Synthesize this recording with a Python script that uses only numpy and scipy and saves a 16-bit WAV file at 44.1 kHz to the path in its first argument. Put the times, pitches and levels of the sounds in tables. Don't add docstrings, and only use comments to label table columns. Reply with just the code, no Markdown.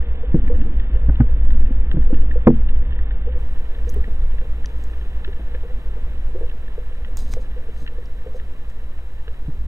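import sys
import numpy as np
from scipy import signal
from scipy.fft import rfft, irfft, next_fast_len
from scipy.io import wavfile
from scipy.ndimage import uniform_filter1d, map_coordinates

SR = 44100
rng = np.random.default_rng(int(sys.argv[2]) if len(sys.argv) > 2 else 0)


def to_wav(s):
    ch = np.atleast_2d(s).T
    pcm = np.round(np.clip(ch, -1, 1) * 32767)
    wavfile.write(sys.argv[1], SR, pcm.astype(np.int16))


N = 426447
TIME = np.arange(N) / SR


def from_db(db):
    return 10 ** (np.asarray(db) / 20)


def rms_one(x):
    return x / np.sqrt(np.mean(x ** 2) + 1e-20)


def peak_one(x):
    return x / (np.abs(x).max() + 1e-20)


def gain_curve(rows):
    return from_db(np.interp(TIME, *np.transpose(rows)))


def add(track, start_s, sound):
    i = max(0, int(round(start_s * SR)))
    track[i:i + len(sound)] += sound[:max(0, N - i)]


def coloured(x, spectrum):
    hz, db = np.transpose(spectrum)
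    size = next_fast_len(len(x))
    octave = np.log2(np.fft.rfftfreq(size, 1 / SR) + 1e-3)
    points = np.log2(hz)
    beyond = np.abs(octave - np.clip(octave, points[0], points[-1]))
    gain = from_db(np.interp(octave, points, db) - 26 * beyond)
    return irfft(rfft(x, size) * gain, size)[:len(x)]


def noise(spectrum):
    return rms_one(coloured(rng.standard_normal(N), spectrum))


def steady_noise(spectrum, span_s):
    x = noise(spectrum)
    envelope = np.abs(signal.hilbert(x, next_fast_len(N))[:N])
    power = uniform_filter1d(envelope ** 2, max(1, int(span_s * SR)))
    return rms_one(x / np.sqrt(power + 1e-6))


def resonance(x, hz, width_hz):
    r = np.exp(-np.pi * width_hz / SR)
    feedback = [1, -2 * r * np.cos(2 * np.pi * hz / SR), r * r]
    return signal.lfilter(np.array([1, 0, -1]) * (1 - r * r) / 2, feedback, x + 1e-18)


def ringing(x, modes):
    return sum(from_db(db) * resonance(x, hz, width_hz) for hz, width_hz, db in modes)


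def band(x, low_hz, high_hz, order=2):
    sos = signal.butter(order, [low_hz, high_hz], "band", fs=SR, output="sos")
    return signal.sosfilt(sos, x + 1e-18)


def grains(per_s, spread_db):
    sizes = from_db(spread_db * np.minimum(rng.exponential(1, N), 4)) * rng.choice([-1, 1], N)
    return sizes * (rng.random(N) < per_s / SR)


# (frequency [Hz], relative density [dB])
HISS_SPECTRUM = [(300, -40), (2000, 1), (4500, 11), (6500, 8.5), (9000, 7.5), (12500, 5.5), (15500, 0)]
# (frequency [Hz], rms [dB])
WHINE_TONES = [(3900, -73), (15000, -77)]
def electronics(hiss_db=-68):
    whine = sum(from_db(db) * np.sqrt(2) * np.sin(2 * np.pi * hz * TIME) for hz, db in WHINE_TONES)
    return whine + from_db(hiss_db) * noise(HISS_SPECTRUM)


# (frequency [Hz], gain [dB])
RUB_SPECTRUM = [(500, 3), (2000, -10), (4000, -8), (8300, -9), (9800, -14), (14000, -10), (16000, -22)]
# (frequency [Hz], width [Hz], gain [dB])
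RUB_MODES = [(4040, 250, 3), (4930, 220, 4), (6170, 680, -1), (6500, 270, -5), (8450, 350, 0)]
# (crest time [s], rms [dB], rise [s], fall [s])
RUB_SWELLS = [(3.89, -60, 0.031, 0.068), (4.69, -67, 0.022, 0.06), (4.82, -65.5, 0.05, 0.21),
              (7.174, -44.5, 0.001, 0.049), (7.33, -45, 0.019, 0.015), (7.413, -58.5, 0.008, 0.026),
              (7.82, -58, 0.063, 0.033), (8.365, -58, 0.015, 0.015), (8.7, -61, 0.012, 0.012)]
def rustle(ring_db=-2):
    rubbing = coloured(grains(per_s=2800, spread_db=3.2), RUB_SPECTRUM)
    ring = from_db(ring_db) * rms_one(ringing(rubbing, RUB_MODES))
    pressure = sum(from_db(db) * np.exp(-np.maximum((at_s - TIME) / rise_s, (TIME - at_s) / fall_s))
                   for at_s, db, rise_s, fall_s in RUB_SWELLS)
    return pressure * rms_one(rms_one(rubbing) + ring)


# (time [s], peak [dB], tick centre [Hz], edge re tick [dB], body re tick [dB])
DRY_CLICKS = [(3.893, -31.5, 5800, -22, -25), (3.899, -30.5, 7000, 10, -25), (3.943, -37, 9900, 9, -25),
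              (4.6585, -25.5, 5130, -28, -5), (4.8394, -38, 6600, 0, -25), (7.171, -23, 6700, -4, -8),
              (7.189, -34, 7000, -20, -20), (7.331, -44, 3000, -25, -16), (7.3368, -24.5, 6200, -15, 2),
              (8.057, -46, 5200, -18, -15)]
def dry_clicks(decay_s=0.0012, width_hz=2400):
    out, t = np.zeros(N), TIME[:SR // 40]
    decay = np.exp(-t / decay_s)
    for at_s, db, hz, edge_db, body_db in DRY_CLICKS:
        burst = rng.standard_normal(len(t)) * decay
        tick = peak_one(resonance(resonance(burst, hz, width_hz), hz, width_hz))
        edge = from_db(edge_db) * peak_one(band(burst * decay, 9100, 17400))
        body = from_db(body_db) * peak_one(band(burst, 330, 2300))
        add(out, at_s, from_db(db) * peak_one(tick + edge + body))
    return out


# (time [s], relative level [dB])
SEA_FADE = [(0, -50.5), (5.9, -52.5), (9.67, -56)]
# (frequency [Hz], relative density [dB])
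SEA_SPECTRUM = [(150, -10.5), (330, 4), (410, 4.5), (490, 7), (590, 0.5), (800, -0.5), (1400, -4.5),
                (1800, -3), (2200, -6.5), (3200, -10.5), (3650, -8.5), (4100, -34)]
def open_water(gain_db=4.5, diffuse_db=-15):
    gain = gain_curve(SEA_FADE) * from_db(gain_db)
    diffuse = from_db(diffuse_db) * rms_one(band(rng.standard_normal((2, N)), 860, 3475, order=8))
    return gain, gain * noise(SEA_SPECTRUM), gain * diffuse


# (frequency [Hz], width [Hz], gain [dB])
WALL_MODES = [(1790, 130, 1.5), (1290, 900, -32.5), (2790, 560, -4.5)]
def housing_wall(snaps, top_mode_db):
    *lower_modes, (hz, width_hz, db) = WALL_MODES
    modes = lower_modes + [(hz, width_hz, db + top_mode_db)]
    return band(ringing(snaps, modes), 910, 4050, order=6)


# (time [s], relative peak [dB], relative top mode gain [dB])
NEAR_SNAPS = [(0.616, -39, -6), (0.799, -36.5, -7), (1.506, -37, -10), (1.9142, -31.5, -11),
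              (0.4787, -37.5, -24), (2.143, -37, -9), (2.3131, -33.5, -41), (2.6896, -37.5, -8),
              (2.989, -38.5, -25), (3.109, -39.5, -19), (4.0412, -37.5, -30), (4.384, -38.5, -9),
              (4.644, -36.5, -24), (5.2462, -33.5, -8.5), (5.549, -39.5, -31), (6.497, -41, 3),
              (7.0477, -38, -20), (7.8646, -37, -13), (7.8768, -33, -10), (8.399, -39, -12),
              (9.2797, -37.5, -11)]
def shrimp(sea_gain, near_db=7.0, far_db=-9.0, smear_s=0.0037):
    near, t = np.zeros(N), TIME[:SR // 25]
    for at_s, db, top_mode_db in NEAR_SNAPS:
        snap = rng.standard_normal(len(t)) * np.exp(-t / smear_s)
        add(near, at_s - .001, from_db(db + near_db) * peak_one(housing_wall(snap, top_mode_db + 6.0)))
    far_snaps = grains(per_s=200, spread_db=3.6)
    smeared = signal.lfilter([1], [1, -np.exp(-1 / (smear_s * SR))], far_snaps + 1e-18)
    crackle = rms_one(housing_wall(smeared * rng.standard_normal(N), top_mode_db=-2.6))
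    return near + sea_gain * from_db(far_db) * crackle


# (time [s], rms [dB])
BURBLE_LEVEL = [(0, -48), (3.5, -53.5), (8.3, -53), (9.0, -67)]
def burble():
    pockets = resonance(grains(per_s=110, spread_db=1.6), hz=475, width_hz=45)
    return gain_curve(BURBLE_LEVEL) * rms_one(band(pockets, 250, 650))


# (time [s], peak [dB], pitch [Hz], squeeze length [s])
AIR_POCKETS = [(0.233, -26, 484, 0.014), (0.498, -20.5, 488, 0.061), (0.942, -27, 484, 0.012),
               (2.104, -26.5, 489, 0.013), (2.357, -21, 481, 0.015), (3.267, -26, 488, 0.041),
               (3.351, -31.5, 496, 0.04), (3.871, -33, 470, 0.023), (3.961, -28, 412, 0.029),
               (4.421, -36, 492, 0.014), (5.277, -29.5, 383, 0.014), (5.547, -31, 483, 0.0047),
               (5.635, -32.5, 465, 0.025), (5.7, -37, 488, 0.015), (5.965, -35.5, 486, 0.032),
               (6.347, -27, 364, 0.019), (6.355, -30.5, 522, 0.029), (6.411, -25.5, 471, 0.037),
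               (6.779, -26, 472, 0.01), (7.368, -26, 492, 0.013), (7.564, -32.5, 499, 0.038),
               (7.685, -33.5, 450, 0.02), (7.983, -32, 460, 0.0058), (8.262, -27, 502, 0.023),
               (8.345, -30, 507, 0.03), (9.278, -36, 456, 0.011)]
def gurgles(decay_s=0.013, flutter_share=0.4, rise_share=0.09):
    out, t = np.zeros(N), TIME[:SR // 8]
    for at_s, db, hz, length_s in AIR_POCKETS:
        envelope = (1 - np.exp(-t / 0.00018)) * np.exp(-np.maximum(t - 0.55 * length_s, 0) / decay_s)
        pitch_hz = hz * (1 + rise_share * (np.minimum(t / length_s, 1) - .5))
        tone = np.sin(2 * np.pi * np.cumsum(pitch_hz) / SR)
        flutter = flutter_share * rms_one(band(rng.standard_normal(len(t)), 390, 535))
        add(out, at_s, from_db(db) * peak_one(envelope * (tone + flutter)))
    return out


# (time [s], relative level [dB])
FLOW_SPEED = [(0, -20), (0.27, -23), (0.37, -13.5), (0.7, -19), (1.08, -13), (1.8, -17.5), (2.85, -19),
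              (3.5, -21.5), (3.7, -30), (3.94, -17), (4.1, -23.5), (5.6, -26.5), (6.0, -24.5), (6.8, -29.5),
              (7.35, -26), (7.7, -30.5), (9.3, -32), (9.67, -24)]
# (time [s], sway boost [dB], swish rms [dB])
DIVER_SURGES = [(0.57, 7, -33.5), (1.58, 10, -39.5), (2.15, 10.5, -40.5), (2.7, 8, -49.5), (3.6, 6, -55.5),
                (4.25, 8, -63), (6.35, 6, -54.5), (7.25, 3.5, -48.5)]
# (frequency [Hz], relative density [dB])
SWAY_SPECTRUM = [(6, -13), (10, 1), (14, -2), (20, -12.5), (32, -26.5), (42, -29)]
BOOM_SPECTRUM = [(26, -19.5), (35, -12), (43, 3.5), (48, -1.5), (56, 5.5), (62, -8), (72, -15.5),
                 (110, -37.5)]
WASH_SPECTRUM = [(50, -10.5), (75, -3.5), (100, 0), (135, -5.5), (185, -9), (240, -9), (330, -18),
                 (480, -26), (900, -40)]
SWISH_SPECTRUM = [(150, -6), (240, 3.5), (310, -4), (430, -22)]
def flow(usual_speed_db=-23, sway_db=-20.5, boom_db=-24.75, wash_db=-42.5, surge_sigma_s=0.15):
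    speed = gain_curve(FLOW_SPEED) / from_db(usual_speed_db)
    at_s, boost_db, swish_db = np.transpose(DIVER_SURGES)
    surges = np.exp(-.5 * ((TIME - at_s[:, None]) / surge_sigma_s) ** 2)
    sway_gain = from_db(sway_db + boost_db @ surges) * speed ** 0.52
    sway = sway_gain * steady_noise(SWAY_SPECTRUM, span_s=0.17)
    boom = from_db(boom_db) * speed * steady_noise(BOOM_SPECTRUM, span_s=0.2)
    wash = from_db(wash_db) * speed ** 0.63 * steady_noise(WASH_SPECTRUM, span_s=0.03)
    swish = from_db(swish_db) @ surges * noise(SWISH_SPECTRUM)
    return sway + boom + wash + swish


# (frequency [Hz], relative level [dB], t60 [s])
HOUSING_MODES = [(128.7, -19, 0.26), (160, -14.5, 0.16), (218, -18.5, 0.28), (246.5, -8.5, 0.17),
                 (333.7, -10, 0.12), (433.4, -12.5, 0.1), (487, -13.5, 0.1), (635, -37, 0.046),
                 (773, -33, 0.044), (836, -38, 0.069)]
# (frequency [Hz], width [Hz], gain [dB])
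CRACK_MODES = [(667, 71, -4), (807, 130, -3.5), (840, 230, -3.5), (1242, 38, -3.5), (1477, 51, -2)]
TOUCHES = [0.75, 0.62, 0.39, 0.062]
# (time [s], body peak [dB], rebound gap [s], contact sigma [s], ring gain [dB], crack re body [dB])
GEAR_KNOCKS = [(0.3418, -4, 0.0061, 0.00069, -4, -28), (1.083, -12, 0.008, .001, -9, -23),
               (1.091, -20.5, 0.0037, 0.00053, -31, -3.5), (1.2, -3.5, 0.0082, .0012, -15, -17),
               (1.2041, -8, 0.00385, 0.00072, -14.5, -15), (1.705, -20, 0.0038, 0.00067, -21, -29),
               (1.94, -16, 0.0059, 0.00065, -10, -32.5), (1.967, -12.5, 0.0066, 0.00096, -4.5, -22),
               (2.126, -12, 0.0036, 0.0008, -8, -21), (2.4676, 7, 0.0043, 0.00045, 2.5, -16.5),
               (3.961, -30, 0.0064, 0.0013, 7, -13), (4.076, -28, 0.0045, 0.00043, -5, -24),
               (5.394, -28, 0.0059, 0.0004, -19, -19), (7.332, -27.5, 0.0103, 0.0016, -5, -18),
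               (7.818, -31.5, 0.0071, 0.00084, -5, -25), (8.986, -48, 0.0025, 0.00019, -14, 13),
               (9.481, -20, 0.0069, 0.001, -11, -27)]
def knocks(crack_s=0.0015, ring_attack_s=0.00087, yield_share=0.46):
    out, t = np.zeros(N), TIME[:SR // 3] - .003
    age_s = np.maximum(t, 0)
    ring = sum(from_db(db - 60 * age_s / t60_s) * np.sin(2 * np.pi * hz * age_s)
               for hz, db, t60_s in HOUSING_MODES)
    ring *= 1 - np.exp(-age_s / ring_attack_s)
    for at_s, db, gap_s, contact_s, ring_db, crack_db in GEAR_KNOCKS:
        pushes = sum(strength * np.exp(-.5 * ((t - k * gap_s) / contact_s) ** 2)
                     for k, strength in enumerate(TOUCHES))
        thud = peak_one(band(pushes, yield_share / gap_s, 3000))
        body = peak_one(thud + from_db(ring_db) * ring)
        grit = rng.standard_normal(len(t)) * np.exp(-age_s / crack_s) * (t > 0)
        crack = peak_one(band(ringing(grit, CRACK_MODES), 610, 2200, order=4))
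        add(out, at_s, from_db(db) * (body + from_db(crack_db) * crack))
    return out


def scene(right_lead_s=0.00013, hiss_start_s=3.385, floor_db=-83):
    sea_gain, murmur, diffuse = open_water()
    right = murmur + shrimp(sea_gain) + burble() + gurgles() + flow() + knocks()
    left = map_coordinates(right, [np.arange(N) - right_lead_s * SR], order=3, mode="nearest")
    middle = (electronics() + rustle()) * (TIME > hiss_start_s) + dry_clicks()
    self_noise = from_db(floor_db) * rng.standard_normal((2, N))
    return np.array([left, right]) + diffuse + middle + self_noise


INPUT_BIAS = [
    [0.06],
    [0.053],
]
def record(dry, fade_s=0.006, ceiling=0.89, cutoff_hz=15900):
    fade = np.minimum(np.minimum(TIME, TIME[::-1]) / fade_s, 1)
    biased = (dry + INPUT_BIAS) * fade
    clipped = biased / (1 + (biased / ceiling) ** 10) ** (1 / 10)
    return signal.sosfilt(signal.ellip(10, .1, 80, cutoff_hz, fs=SR, output="sos"), clipped)


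dry = scene()
out = record(dry)
to_wav(out)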